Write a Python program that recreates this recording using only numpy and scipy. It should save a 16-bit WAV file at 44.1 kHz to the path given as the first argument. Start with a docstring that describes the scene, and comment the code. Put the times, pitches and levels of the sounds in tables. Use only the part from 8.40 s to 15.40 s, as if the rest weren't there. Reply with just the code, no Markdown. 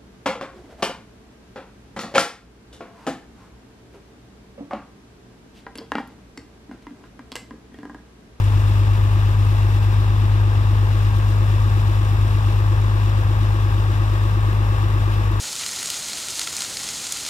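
"""A throbbing diesel hum: a tracked recovery vehicle idles on a concrete yard, its crane holding a load.
The twelve cylinders sound through the exhaust, with one weak cylinder and a few knocks in every cycle.
Valve gear clatters through the hull plates in step with them, gears whine and cooling air hisses.
The vehicle stands left of a stereo pair, so the left microphone hears it sooner and louder."""
import sys
import numpy as np
from scipy import signal
from scipy.fft import rfft, irfft, next_fast_len
from scipy.io import wavfile
from scipy.ndimage import map_coordinates

SR = 44100
rng = np.random.default_rng(int(sys.argv[2]) if len(sys.argv) > 2 else 0)


def inscribe(sig):
    """Save sig as 16-bit PCM at rate SR to the path in sys.argv[1].

    A 1-D sig is mono; a 2-D sig holds one channel per row.
    Samples are clipped to [-1, 1] before scaling.
    """
    pcm = np.round(np.clip(np.atleast_2d(sig).T, -1, 1) * 32767)
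    wavfile.write(sys.argv[1], SR, pcm.astype(np.int16))


N = 308700

# Faint bright ticks: t/s, level/dB before filtering
BRIGHT_TICKS = [(0.0413, -34), (1.0494, -37), (3.6494, -37), (3.8794, -37)]
# Spectrum of the turbulent exhaust gas: f/Hz, relative level/dB
GAS_SPECTRUM = [(10, -76), (25, -65), (42, -60), (65, -61), (95, -55), (125, -62), (170, -67), (260, -77),
                (500, -110)]
# Low tones out of step with the engine: f/Hz, level/dB
DRONE_TONES = [(38.6, -48), (41.4, -44), (47.6, -49), (62, -52), (83, -40), (89.3, -40)]
# Spectrum of the air at the grilles: f/Hz, relative level/dB
GRILLE_SPECTRUM = [(2150, -77.5), (2700, -71), (3100, -77), (3650, -73), (4300, -82.5), (5300, -82),
                   (6100, -90), (7500, -87), (8400, -93.5), (10500, -92), (12100, -92), (12900, -93.5),
                   (13700, -93.5), (15000, -94.5)]
# Drift of the treble hiss: t/s, relative level/dB
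HISS_DRIFT = [(0, -53), (.8, -54), (1.35, -53), (1.9, -56), (2.95, -52.5), (3.8, -53), (4.25, -54.5),
              (7, -53.5)]
# Tones of the gear teeth: multiple of the cycle rate, level/dB
GEAR_TONES = [(44, -57), (46, -58), (48, -56), (50, -57), (57, -57), (84, -57), (95, -55), (99, -57),
              (101, -57), (105, -56), (108, -56), (111, -57), (120, -52), (142, -58)]
# Tones of the exhaust pipe: multiple of the cycle rate, level/dB
PIPE_TONES = [(26, -53), (27, -50.5), (34, -50)]
# The hull's answer to the clatter: f/Hz, relative level/dB
HULL_SPECTRUM = [(140, -46), (180, -54), (250, -64.5), (340, -59.5), (420, -68), (520, -64), (720, -68),
                 (820, -64.5), (980, -64), (1215, -61.5), (1330, -70), (1500, -69.5), (1700, -65),
                 (2150, -75)]
# Ringing hull plates: f/Hz, width/Hz, lift/dB
PLATE_MODES = [(465, 21, 0), (804, 8, 7.5), (1013, 12, 2), (1417, 22, 3.5), (1610, 24, 2.5),
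               (2740, 110, 0.5), (5300, 150, 1)]
# Hard valve knocks: place in the cycle/0-1, f/Hz, peak level/dB at mean load
VALVE_KNOCKS = [(.019, 904, -35), (.11, 910, -35.5), (.147, 1020, -35), (.36, 1185, -29),
                (.472, 1040, -35.5), (.58, 1130, -35.5), (.735, 1010, -37.5), (.785, 830, -36),
                (.825, 975, -32), (.98, 1154, -28.5)]
# Exhaust booms: place in the cycle/0-1, f/Hz, length/s, peak level/dB at mean load
EXHAUST_BOOMS = [(.047, 159.5, .018, -41), (.232, 169, 0.0089, -33.5), (0.258, 232, .011, -37),
                 (.475, 336, .0078, -28.7), (.554, 212, 0.0094, -38.5), (.778, 324, 0.0076, -39),
                 (0.845, 161, 0.0051, -38)]
# Tones from the weak cylinder: multiple of the cycle rate, level/dB
WEAK_CYLINDER_TONES = [(9, -37), (10, -46.5), (11, -36.5), (15, -47), (16, -76), (17, -47.5)]
# The engine's firing rate: t/s, f/Hz
FIRING_RATE = [(0.0, 101.16), (1.3, 101.0), (1.9, 101.65), (2.6, 101.1), (3.3, 101.9), (3.9, 101.38),
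               (4.6, 101.95), (5.3, 101.7), (6.1, 101.92), (7.0, 101.47)]
# The engine's slowly building load: t/s, load/0-1
ENGINE_LOAD = [(0, 0), (2.6, 0.14), (4.5, 0.37), (7, 1)]
# Likeness of the two microphone signals: f/Hz, correlation/0-1
MIC_LIKENESS = [(100, .99), (340, .94), (520, .83), (770, .7), (1050, .8), (1750, .62), (2150, .25),
                (2650, .7), (3300, .45), (4100, .25), (5200, .42), (12000, .27)]
# Left microphone over right: f/Hz, level/dB
LEFT_LIFT = [(50, 1.5), (100, 2.6), (220, 1.8), (340, 4.2), (650, 3), (1100, 6), (1600, 6.5), (2500, .3),
             (3400, 4.5), (4400, .4), (6500, 3.8), (9000, 8.5), (12000, 4), (15000, 12)]
# Left microphone ahead of right: f/Hz, lead/s
LEFT_LEAD = [(100, .00045), (220, .00026), (340, .00034), (700, .00025), (1800, .00028), (2600, .00036),
             (15000, .00035)]

CYLINDERS = 12
TOP_HZ = 15750  # upper band limit


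def amp(db):
    """Decibels to gain."""
    return 10 ** (np.asarray(db) / 20)


def along(points, hz):
    """Read (f/Hz, value) points on a log frequency axis."""
    f, values = np.transpose(points)
    return np.interp(np.log(hz + 1), np.log(f + 1), values)


def curve(points):
    """Read (t/s, value) points at every sample."""
    return np.interp(np.arange(N) / SR, *np.transpose(points))


def wobble(rate):
    """A smooth random curve, rate knots a second."""
    knots = rng.standard_normal(int(N * rate / SR) + 4)
    return map_coordinates(knots, [np.arange(N) * rate / SR])


def filtered(x, response):
    """Pass x through a complex frequency response."""
    size = next_fast_len(N + SR // 2)
    return irfft(rfft(x, size) * response(np.fft.rfftfreq(size, 1 / SR)), size)[..., :N]


def above(hz, edge_hz, order=6):
    """Gain of a high-pass."""
    return 1 / np.sqrt(1 + (edge_hz / (hz + 1)) ** (2 * order))


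def below(hz, edge_hz):
    """Gain of a steep low-pass."""
    return np.sqrt(1 - above(hz, edge_hz) ** 2)


def spread(pair, colour):
    """Two unrelated signals become a coloured left and right, partly alike, at rms 1."""
    def mid_and_side(hz):
        turn = np.arccos(along(MIC_LIKENESS, hz)) / 2
        return colour(hz) * np.array([np.cos(turn), np.sin(turn)])
    mid, side = filtered(pair, mid_and_side)
    stereo = np.array([mid + side, mid - side])
    return stereo / np.sqrt(np.mean(stereo ** 2))


def walls(x, count=16, echo_db=-28):
    """Vehicle sides and shed walls add weak treble echoes, by paths some 1-7 m longer."""
    delay_s = rng.uniform(.003, .02, (count, 1))
    echoes = lambda hz: np.exp(-2j * np.pi * hz * delay_s).sum(0) * above(hz, 1500, order=2)
    return filtered(x, lambda hz: 1 + amp(echo_db) * echoes(hz))


def ticks(per_second=14, decay_s=.0039):
    """A few faint bright ticks stand out from many smaller, duller ones."""
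    t = np.arange(SR // 40) / SR
    bright = [(start_s, db, 9000) for start_s, db in BRIGHT_TICKS]
    small = [(when * N / SR, -52 + 9 * force ** 3, 4500 + 1500 * pitch)
             for when, force, pitch in rng.random((int(per_second * N / SR), 3))]
    out = np.zeros(N + SR)
    for start_s, db, hz in bright + small:
        band = signal.butter(2, [hz * .57, min(hz * 1.2, TOP_HZ)], "bandpass", fs=SR)
        burst = rng.standard_normal(len(t)) * np.exp(-t / decay_s)
        out[round(start_s * SR):][:len(t)] += amp(db) * signal.lfilter(*band, burst)
    return out[:N]


def cooling_air(cycle, pulse_db=.9, flutter_db=.64):
    """Air rushes through the grilles under a finer hiss; both pulse with one bank of cylinders."""
    drift_db = curve(HISS_DRIFT)
    rush_db = -42.14 + .36 * (drift_db - drift_db.mean())  # partly follows the hiss
    grille = lambda hz: amp(along(GRILLE_SPECTRUM, hz)) * above(hz, 1840) * (hz < TOP_HZ)
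    rush = spread(rng.standard_normal((2, N)), lambda hz: grille(hz) * below(hz, 7000))
    hiss = spread(rng.standard_normal((2, N)), lambda hz: grille(hz) * above(hz, 5850))
    rush *= amp(rush_db + .7 * wobble(250))
    hiss *= amp(drift_db + 3.36 + .67 * wobble(300))
    pulse = np.cos(2 * np.pi * (CYLINDERS / 2 * cycle + .076))
    return amp(pulse_db * pulse + flutter_db * wobble(30)) * (rush + hiss)


def rumble(gas_db=-38):
    """Turbulent exhaust gas and a few wavering low tones."""
    out = amp(gas_db) * spread(rng.standard_normal((2, N)), lambda hz: amp(along(GAS_SPECTRUM, hz)))
    t = np.arange(N) / SR
    for hz, db in DRONE_TONES:
        phase = 2 * np.pi * hz * t + .46 * wobble(1.4) + rng.uniform(0, 2 * np.pi)
        out += np.sqrt(2) * amp(db) * np.sin(phase)
    return out


def gears_and_pipe(cycle, whine_multiple=131, start_db=-58, full_db=-41.3, swell_s=3.0):
    """Gear teeth and exhaust pipe sing in step with the engine, wavering in the yard's moving air."""
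    def tone(multiple, db, waver):
        phase = 2 * np.pi * (multiple * cycle + rng.random()) + waver * wobble(11)
        return np.sqrt(2) * amp(db + 4 * waver * wobble(6)) * np.sin(phase)
    teeth = sum(tone(multiple, db, waver=.45) for multiple, db in GEAR_TONES)
    pipe = sum(tone(multiple, db, waver=.2) for multiple, db in PIPE_TONES)
    whine_db = full_db + (start_db - full_db) * np.exp(-np.arange(N) / SR / swell_s)  # one gear swells
    return teeth + pipe + tone(whine_multiple, whine_db, waver=.18)


def hull_plates(hz):
    """Each hull plate lifts a narrow band of whatever shakes it."""
    return amp(sum(db / (1 + (2 * (hz - centre) / width) ** 2) for centre, width, db in PLATE_MODES))


def valve_clatter(cycle, level_db=-33.64, load_db=1.3, repeat_share=.44, points=5200):
    """Two valves a cylinder strike in turn; each blow rings partly as it did in the cycle before."""
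    valves = 2 * CYLINDERS
    place = cycle + .00027 * wobble(25)
    repeating = np.array([np.interp(place % 1 * points, np.arange(points), one_cycle)
                          for one_cycle in rng.standard_normal((2, points))])
    repeat_band = lambda hz: np.sqrt(repeat_share) * above(hz, 436) * below(hz, 1880)
    fresh = filtered(rng.standard_normal((2, N)), lambda hz: np.sqrt(1 - repeat_band(hz) ** 2))
    noise = filtered(repeating, repeat_band) + fresh
    blow, age = np.divmod((place + 1) * valves, 1)
    blow = blow.astype(int)
    valve_db = .67 * rng.standard_normal(valves)[blow % valves]  # each valve has its own strength
    scatter_db = .04 * rng.standard_normal(blow.max() + 1)[blow]
    blows = noise * amp(valve_db + scatter_db) * np.exp(-.33 * age)
    hull = lambda hz: amp(along(HULL_SPECTRUM, hz)) * above(hz, 263, order=2) * below(hz, 2350)
    return amp(level_db + load_db * curve(ENGINE_LOAD)) * spread(blows, hull)


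def knocks(cycle, cycle_hz, rows, pivot_hz, tilt_db, scatter_db):
    """Short rings return every cycle; under load those above the pivot gain and lower ones lose."""
    load = curve(ENGINE_LOAD)
    load -= load.mean()
    out = np.zeros(N)
    for place, hz, length_s, db in rows:
        loose_cycle = cycle + .0014 * wobble(9)
        t = ((loose_cycle - place + .5) % 1 - .5) / cycle_hz  # seconds from the nearest knock
        span_s = length_s * (1 + .3 * np.tanh(t / length_s))  # rises faster than it dies
        level_db = db + tilt_db * np.log2(hz / pivot_hz) * load + scatter_db * wobble(9.1)
        out += amp(level_db) * np.exp(-(t / span_s) ** 2) * np.sin(2 * np.pi * hz * t)
    return out


def exhaust(cycle, firing_db=-15.5, load_db=-3.5, bank_db=-23.5, weak_place=10 / 12):
    """Twelve firings a cycle; the two banks differ, and one weak cylinder makes the hum throb."""
    angle = 2 * np.pi * cycle
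    firing = amp(firing_db + load_db * curve(ENGINE_LOAD) + .34 * wobble(12)) * np.cos(CYLINDERS * angle)
    banks = amp(bank_db + .26 * wobble(11)) * np.cos(CYLINDERS / 2 * angle)
    weak_angle = angle - 2 * np.pi * weak_place
    shortfall = sum(amp(db) * np.cos(multiple * weak_angle) for multiple, db in WEAK_CYLINDER_TONES)
    return np.sqrt(2) * (firing + banks - shortfall * amp(2.2 * wobble(5.6)))


def microphone_pair(hz):
    """The left microphone is nearer the vehicle and hears it sooner and louder."""
    side = np.array([[.5], [-.5]])
    gain = amp(side * along(LEFT_LIFT, hz))
    gain /= np.sqrt(np.mean(gain ** 2, axis=0))
    return gain * np.exp(2j * np.pi * hz * side * along(LEFT_LEAD, hz))


def scene():
    """The idling vehicle as heard from the yard, with the crankshaft setting the pace."""
    cycle_hz = curve(FIRING_RATE) / CYLINDERS
    cycle = np.cumsum(cycle_hz) / SR - .0315  # running count of engine cycles
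    booms = knocks(cycle, cycle_hz, EXHAUST_BOOMS, pivot_hz=240, tilt_db=6, scatter_db=.7)
    valve_rows = [(place, hz, .0022, db) for place, hz, db in VALVE_KNOCKS]  # all one length
    valves = knocks(cycle, cycle_hz, valve_rows, pivot_hz=975, tilt_db=16, scatter_db=0)
    clatter_and_air = walls(filtered(valve_clatter(cycle) + cooling_air(cycle), hull_plates))
    engine = exhaust(cycle) + booms + valves + gears_and_pipe(cycle)
    return filtered(engine + rumble() + clatter_and_air + ticks(), microphone_pair)


def record(dry):
    """The microphones pass nothing above the band limit."""
    return filtered(dry, lambda hz: hz < TOP_HZ)


dry = scene()
out = record(dry)
inscribe(out)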